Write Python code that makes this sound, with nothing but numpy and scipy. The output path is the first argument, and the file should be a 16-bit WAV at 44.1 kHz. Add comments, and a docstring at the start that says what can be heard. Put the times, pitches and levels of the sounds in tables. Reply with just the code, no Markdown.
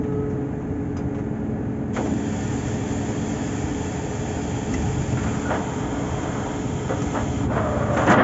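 """Drilling rig loading a rod

Outdoors, one microphone at the foot of the mast. A diesel drones and sags under load; a second engine
hums beside it. At two seconds a valve opens with a clunk and oil hisses as an arm swings a drill rod
to the mast. Steel parts click, and the rod scrapes in its guides, loudest at the end."""
import sys
import numpy as np
from scipy.fft import rfft, irfft, next_fast_len
from scipy.io import wavfile
from scipy.ndimage import map_coordinates

SR = 44100
rng = np.random.default_rng(int(sys.argv[2]) if len(sys.argv) > 2 else 0)


def to_wav(sig):
    """Store sig (one row per channel, or 1-D mono) as 16-bit WAV at the path in sys.argv[1].

    Samples outside -1..1 are clipped; the rate is SR.
    """
    pcm = np.clip(np.atleast_2d(sig), -1, 1) * 32767
    pcm = np.round(pcm).astype(np.int16)
    wavfile.write(sys.argv[1], SR, pcm.T)  # frames by channels


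N = 363119
TIME_S = np.arange(N) / SR


def amp(db):
    """Decibels to gain."""
    return 10 ** (np.asarray(db) / 20)

def unit(x):
    """Scale to rms 1."""
    return x / np.sqrt(np.mean(x ** 2) + 1e-20)

def curves(rows):
    """One value per sample for each column after the time."""
    times, *columns = np.transpose(rows)
    return [np.interp(TIME_S, times, column) for column in columns]

def wobble(rate):
    """A smooth random curve, rate knots a second."""
    return map_coordinates(rng.standard_normal(int(N * rate / SR) + 4), [TIME_S * rate])

def filtered(x, response):
    """Filter x by a response given as a function of frequency."""
    size = next_fast_len(N + SR // 2)
    return irfft(rfft(x, size) * response(np.fft.rfftfreq(size, 1 / SR)), size)[:N]

def coloured(x, spectrum):
    """Shape x by (freq_hz, gain_db) points on a log axis, at rms 1."""
    freq_hz, gain_db = np.transpose(spectrum)
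    return unit(filtered(x, lambda hz: amp(np.interp(np.log(hz + 1), np.log(freq_hz), gain_db))))

def white():
    """Fresh white noise."""
    return rng.standard_normal(N)

def resonant(modes):
    """Noise ringing in (pitch_hz, width_hz, gain_db) resonances, at rms 1."""
    def response(hz):
        return sum(amp(db) * 1j * hz * width / (pitch ** 2 - hz ** 2 + 1j * hz * width)
                   for pitch, width, db in modes)
    return unit(filtered(white(), response))

def angle(hz):
    """Phase of something that turns at this rate."""
    return 2 * np.pi * np.cumsum(hz) / SR

def orders(phase, table, waver_db, drift):
    """Multiples of an engine's cycle, each wavering in level and phase."""
    return sum(np.sqrt(2) * amp(db + waver_db * wobble(2.92))
               * np.sin(multiple * phase + drift * wobble(5) + rng.uniform(0, 2 * np.pi))
               for multiple, db in table)

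def since(start_s):
    """Seconds since the start, zero before it."""
    return np.maximum(TIME_S - start_s, 0)

def blow(start_s, t60_s, rise_s):
    """Envelope of an impact: a quick rise, then an exponential decay."""
    age = since(start_s)
    return (1 - np.exp(-age / rise_s)) * amp(-60 * age / t60_s)

def ramp(start_s, rise_s):
    """A straight rise from 0 to 1."""
    return np.minimum(since(start_s) / rise_s, 1)

def pushes(table, grip_s=0.022, release_t60_s=0.36):
    """Joint strength of overlapping pushes; each bites quickly, holds and dies away."""
    each = (ramp(start, grip_s) * amp(db - 60 * since(start + length) / release_t60_s)
            for start, length, db in table)
    return np.sqrt(sum(push ** 2 for push in each))


# Echoes off the rig's steel plates: delay_s, gain
PLATE_ECHOES = [(.0041, 0.18), (.0073, -0.2), (.0112, 0.21), (.0167, .12), (.0235, -0.17)]

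def reflected(x):
    """Nearby plates send short echoes to the microphone and ripple the spectrum."""
    return filtered(x, lambda hz: 1 + sum(gain * np.exp(-2j * np.pi * hz * delay)
                                          for delay, gain in PLATE_ECHOES))


# Tones of the second engine: firing_multiple, level_db
SECOND_ORDERS = [(2, -48.5), (2.5, -48.5), (4, -47.5), (5, -40.5), (8, -36.5), (12, -43.5), (21, -71.5)]

def second_engine(firing_hz=35.55):
    """A steadier engine beside the diesel; their tones beat against each other."""
    return orders(angle(firing_hz + 0.038 * wobble(1.51)), SECOND_ORDERS, waver_db=-0.3, drift=0.17)


# Course of the exhaust rumble: time_s, relative_db
EXHAUST_LEVELS = [(0.25, -29), (0.6, -30), (1.9, -32), (2.35, -30), (3, -29.5), (4.2, -27.7), (4.6, -28),
                  (4.9, -22), (5.3, -25.5), (5.68, -29.5), (5.88, -25.5), (6.2, -29), (7.15, -25.5),
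                  (7.42, -23.5), (7.7, -25.5), (8.2, -25.5)]
# Its spectrum: freq_hz, gain_db
RUMBLE_SPECTRUM = [(15, -54), (28, -29), (42, -15.5), (60, -6), (85, -0.5), (130, -3.5), (170, -5),
                   (250, -27.5), (600, -85)]

def exhaust(trim_db=-3):
    """The diesel's exhaust rumbles low, wavering at random."""
    level_db, = curves(EXHAUST_LEVELS)
    return amp(level_db + trim_db + 0.25 * wobble(4)) * coloured(white(), RUMBLE_SPECTRUM)


# Short low thuds as steel clunks and the rod seats: start_s, length_s, level_db
CASING_THUDS = [(1.965, 0.22, -28.5), (4.66, 0.13, -28), (5.5, .1, -30), (8.06, .1, -22)]
# Roar of the engine casing: freq_hz, gain_db
CASING_SPECTRUM = [(80, -38.5), (150, -7.5), (200, 0.5), (300, 2), (340, -3), (380, -10), (500, -20),
                   (900, -58)]

def casing(firing, steady_db=-32):
    """The casing's roar pulses with the firings and swells in short low thuds."""
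    level = np.hypot(amp(steady_db + 0.5 * wobble(4)), pushes(CASING_THUDS))
    return level * coloured(firing * white(), CASING_SPECTRUM)


def gear_hum(shaft_hz, order=19, gear_db=-41, panel_hz=429, width_hz=2.8, panel_db=-30.5):
    """A gear tone; near a panel's resonance it swells and turns hollow with a weak third harmonic."""
    phase = order * angle(shaft_hz) + 0.15 * wobble(4.6)
    detuning = (order * shaft_hz - panel_hz) / width_hz
    panel = ramp(0, rise_s=0.06) * amp(panel_db) / (1 + detuning ** 2)
    gear = amp(gear_db + 0.62 * wobble(3))
    return np.sqrt(2) * ((gear + panel) * np.sin(phase) + panel * amp(-15.5) * np.sin(3 * phase))


# The diesel's speed and load: time_s, shaft_hz, load_db
DIESEL_RUN = [(0, 22.38, -31), (0.22, 22.51, -44), (0.62, 22.02, -42), (1.2, 21.81, -33), (1.8, 21.86, -31),
              (2.33, 21.44, -29.5), (3.05, 21.84, -29.5), (3.75, 21.87, -37), (4.8, 21.94, -35.5),
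              (5.25, 21.75, -30.5), (5.9, 22.05, -37.9), (6.55, 21.84, -37.8), (7.3, 21.8, -34),
              (7.75, 21.6, -31.0)]
# Its steady tones: shaft_multiple, level_db
STEADY_ORDERS = [(2, -51.5), (4, -51.5), (5.5, -50.5), (6, -37), (9, -46), (11, -51.5), (12, -41),
                 (13, -45.5), (15, -52), (18, -56), (20, -46.5), (25, -53), (35, -69), (38, -52.5)]
# Tones that grow with load: shaft_multiple, relative_db
LOAD_ORDERS = [(5, -5), (10, -2)]
# Its clatter: freq_hz, gain_db
CLATTER_SPECTRUM = [(150, -36), (400, 4), (650, 4.5), (850, 0.5), (1050, -7), (1700, -7.5), (2300, -15.5),
                    (3200, -26), (4000, -34.5), (5600, -37.5), (6500, -23), (7600, -28.5)]

def diesel(load_threshold_db=-41.5, clatter_db=-40.5):
    """The main engine: exhaust tones over rumble and roar, with clatter pulsing at each firing."""
    shaft_hz, load_db = curves(DIESEL_RUN)
    shaft = angle(shaft_hz)
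    load = amp(2.5) * np.maximum(amp(load_db) - amp(load_threshold_db), 0)
    tones = orders(shaft, STEADY_ORDERS, waver_db=2.0, drift=0.091)
    tones += load * orders(shaft, LOAD_ORDERS, waver_db=2.2, drift=0.1)
    # two firings a turn; unequal cylinders repeat every second turn
    firing = 1 + 0.076 * np.cos(2 * shaft) + 0.034 * np.cos(shaft / 2) + 0.057 * np.cos(5 * shaft)
    drone = tones + exhaust() + casing(firing) + gear_hum(shaft_hz)
    return drone + amp(clatter_db) * reflected(coloured(firing * white(), CLATTER_SPECTRUM))


# Moves of the oil valve: start_s, flow_db, travel_s
OIL_VALVE_MOVES = [(1.925, -46.5, 0.03), (2.16, -43, 0.23), (4.4, -42.5, 0.36), (5.36, -43.5, 0.14),
                   (6.8, -42.5, 0.25), (7.41, -48.5, 0.085), (7.911, -44.5, 0.038), (8.129, -58, .06)]

def oil_flow(spurt_db=9, stall_s=7.487, stall_db=-9.5):
    """The valve's first opening (0 to 1) and the relative flow in dB from setting to setting."""
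    open_s, flow_db, opening_s = OIL_VALVE_MOVES[0]
    for start_s, db, travel_s in OIL_VALVE_MOVES[1:]:
        flow_db = flow_db + (db - flow_db) * ramp(start_s, travel_s)
    spurt = blow(open_s, t60_s=0.27, rise_s=0.01)  # pent-up pressure escapes
    stall = np.exp(-((TIME_S - stall_s) / 0.025) ** 2)  # the valve throttles back
    return ramp(open_s, opening_s), flow_db + spurt_db * spurt + stall_db * stall


# Hiss of the oil: freq_hz, gain_db
OIL_SPECTRUM = [(200, -27.5), (450, 9), (880, 11), (1050, -1), (1400, 1.5), (2300, -2), (2900, -7),
                (3350, -11), (3700, -17.5), (5600, -12.5), (6050, -6.5), (6900, 1.5), (7600, -3)]
# Oil line resonances while the arm swings: pitch_hz, width_hz, gain_db
SWINGING_MODES = [(1803, 61, 3.5), (2327, 26, -2.5), (2360, 19, -3), (2626, 81, -5.5), (3160, 200, -11.5),
                  (4530, 59, -7.5), (4960, 18, -5), (5310, 41, -7.5), (5990, 42, -3.5), (7030, 73, -1.5)]
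# The same lines as it presses the rod against the mast: pitch_hz, width_hz, gain_db
PRESSED_MODES = [(950, 40, 10.5), (1266, 48, 7), (2080, 27, 3), (3113, 72, -0.5), (5330, 160, -11.5),
                 (6000, 40, -8), (6260, 35, -10), (7070, 70, -6)]
# The valve's whistle band: pitch_hz, width_hz, gain_db
WHISTLE_MODES = [(3212, 86, -1.5), (3353, 160, 0)]

def hydraulics():
    """Oil cavitates in the open valve and rings the steel lines, which change note under load."""
    opening, flow_db = oil_flow()
    pressed = ramp(5.3, rise_s=0.27)
    fizz = white() * amp(0.9 * wobble(300))
    hiss = amp(8.5 - 1.2 * pressed) * reflected(coloured(fizz, OIL_SPECTRUM))
    lines = np.sqrt(1 - pressed) * amp(-4.5) * resonant(SWINGING_MODES)
    lines += np.sqrt(pressed) * amp(-0.5) * resonant(PRESSED_MODES)
    flow = amp(flow_db + 0.36 * wobble(16))
    whistle = amp(flow_db * 0.61 - 26.5) * resonant(WHISTLE_MODES)
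    return opening * (flow * (hiss + lines) + whistle)


# Sharp steel contacts: start_s, tick_db, body_db, t60_s
STEEL_CLICKS = [(0.035, -54, -42, .16), (0.12, -58.5, -44, 0.16), (0.3, -48, -51, 0.14),
                (0.966, -43, -36, 0.16), (1.145, -50, -41, 0.16), (1.183, -54.5, -48, 0.19),
                (1.964, -41.5, -27, 0.15), (2.056, -39, -35.5, 0.14), (4.738, -21, -26, .035),
                (5.17, -52, -33, 0.17), (5.232, -46, -33.5, 0.2), (5.271, -46, -36, .15),
                (5.335, -47.5, -36.5, .18), (6.892, -52, -32, 0.11), (7.018, -30, -32, 0.08),
                (7.205, -48, -38, 0.13), (7.932, -37.5, -45, 0.12), (7.969, -35, -25, 0.11),
                (8.065, -31, -32.5, 0.11), (8.099, -27, -25.5, 0.11), (8.117, -34, -18.5, .09)]
# Their treble tick: freq_hz, gain_db
TICK_SPECTRUM = [(1500, -38.5), (3500, -17.5), (5000, -9), (6300, 4), (7600, -0.5)]
# Their body: freq_hz, gain_db
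BODY_SPECTRUM = [(200, -19.5), (700, 3), (1300, 3.5), (2100, -1.5), (3000, -10), (4500, -22.5), (7500, -45)]

def clicks():
    """Small steel parts meet, each with a bright tick over a lower body."""
    tick, body = coloured(white(), TICK_SPECTRUM), coloured(white(), BODY_SPECTRUM)
    return reflected(sum(blow(start, t60, rise_s=0.00085) * (amp(tick_db) * tick + amp(body_db) * body)
                         for start, tick_db, body_db, t60 in STEEL_CLICKS))


# Taps on steel parts: start_s, pitch_hz, level_db, t60_s
RINGING_TAPS = [(.967, 4965, -45.5, 0.12), (.969, 6080, -46.5, 0.089), (4.74, 2025, -27, 0.07),
                (4.74, 2680, -35, 0.078), (5.17, 1357, -35.5, 0.35), (5.17, 2205, -41, 0.33),
                (5.26, 1427, -40, .2), (5.452, 1420, -28.5, 0.38)]

def rings(jitter_hz=25):
    """Tapped steel rings briefly with a rough pitch."""
    return sum(amp(db) * blow(start, t60, rise_s=0.0012) * np.sin(angle(hz + jitter_hz * wobble(200)))
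               for start, hz, db, t60 in RINGING_TAPS)


# Heavy blows on the frame: start_s, level_db, t60_s
FRAME_BLOWS = [(1.969, -26, 0.55), (5.512, -30, 0.5), (6.893, -23, 0.25), (8.109, -22.5, 0.39)]
# The struck frame: freq_hz, gain_db
FRAME_SPECTRUM = [(50, -18.5), (130, -5.5), (270, -5.5), (600, 3.5), (1000, -8), (2000, -31.5),
                  (5000, -48.5)]

def clunks():
    """The frame answers each blow with a dull burst of noise."""
    level = sum(amp(db) * blow(start, t60, rise_s=0.0045) for start, db, t60 in FRAME_BLOWS)
    return reflected(level * coloured(white(), FRAME_SPECTRUM))


def guide_groan(hardness, start_s=7.52, start_hz=696, end_hz=534, sink_s=0.25, level_db=-26):
    """The guide groans, sinking in pitch as the rod seats."""
    pitch_hz = end_hz + (start_hz - end_hz) * np.exp(-since(start_s) / sink_s)
    phase = angle(pitch_hz + 32 * wobble(160))  # uneven slips shake the pitch
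    catching = amp(level_db + 2.9 * wobble(90) + 2.5 * wobble(14))  # it catches and lets go
    tone = np.sin(phase) + amp(-10) * np.sin(2 * phase)
    return ramp(start_s, rise_s=0.025) * hardness ** 0.27 * catching * tone


# Strokes of the rod in its guides: start_s, length_s, pressure_db
ROD_STROKES = [(5.2, 0.35, -42), (5.481, .085, -28.5), (5.622, 0.93, -40.5), (6.073, .39, -39.5),
               (6.883, .04, -33.5), (7.132, .045, -29), (7.369, .13, -41), (7.488, 0.49, -33),
               (7.54, 0.029, -32.5), (7.952, 0.09, -27), (8.06, 0.078, -23), (8.16, .08, -24)]
# Sliding steel: freq_hz, gain_db
SCRAPE_SPECTRUM = [(120, -31.5), (350, 0), (650, 6.5), (900, 2), (1400, -1), (1900, -10), (2600, -19.5),
                   (4000, -31.5), (7500, -44.5)]
# The harsher grinding of hard contact: freq_hz, gain_db
GRIND_SPECTRUM = [(400, -19), (900, 2), (1800, -0.5), (2400, -15.5), (3300, -13.5), (4200, -45.5),
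                  (7500, -47)]

def rod():
    """Sliding steel catches in small slips; pressed harder, it grinds and shakes the engine casing."""
    pressure = pushes(ROD_STROKES) * amp(0.7 * wobble(16))
    hardness = pressure / amp(max(db for _, _, db in ROD_STROKES))
    slips = amp(1.5 * wobble(180))
    scrape = pressure * amp(2.5) * coloured(white() * slips, SCRAPE_SPECTRUM)
    # grinding grows faster than the scrape, so hard contact is brighter
    grind = pressure * hardness * amp(-1) * coloured(white() * slips, GRIND_SPECTRUM)
    shudder = pressure * hardness * amp(0.5) * coloured(white(), CASING_SPECTRUM)
    return reflected(scrape + grind) + shudder + guide_groan(hardness)


def scene():
    """All the machinery in mono, heard from the foot of the mast."""
    return (second_engine() + diesel() + hydraulics() + clicks() + rings() + clunks() + rod())[None]

def record(dry, top_hz=7590):
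    """The recorder keeps nothing above its band limit."""
    return filtered(dry[0], lambda hz: hz < top_hz)[None]


dry = scene()
out = record(dry)
to_wav(out)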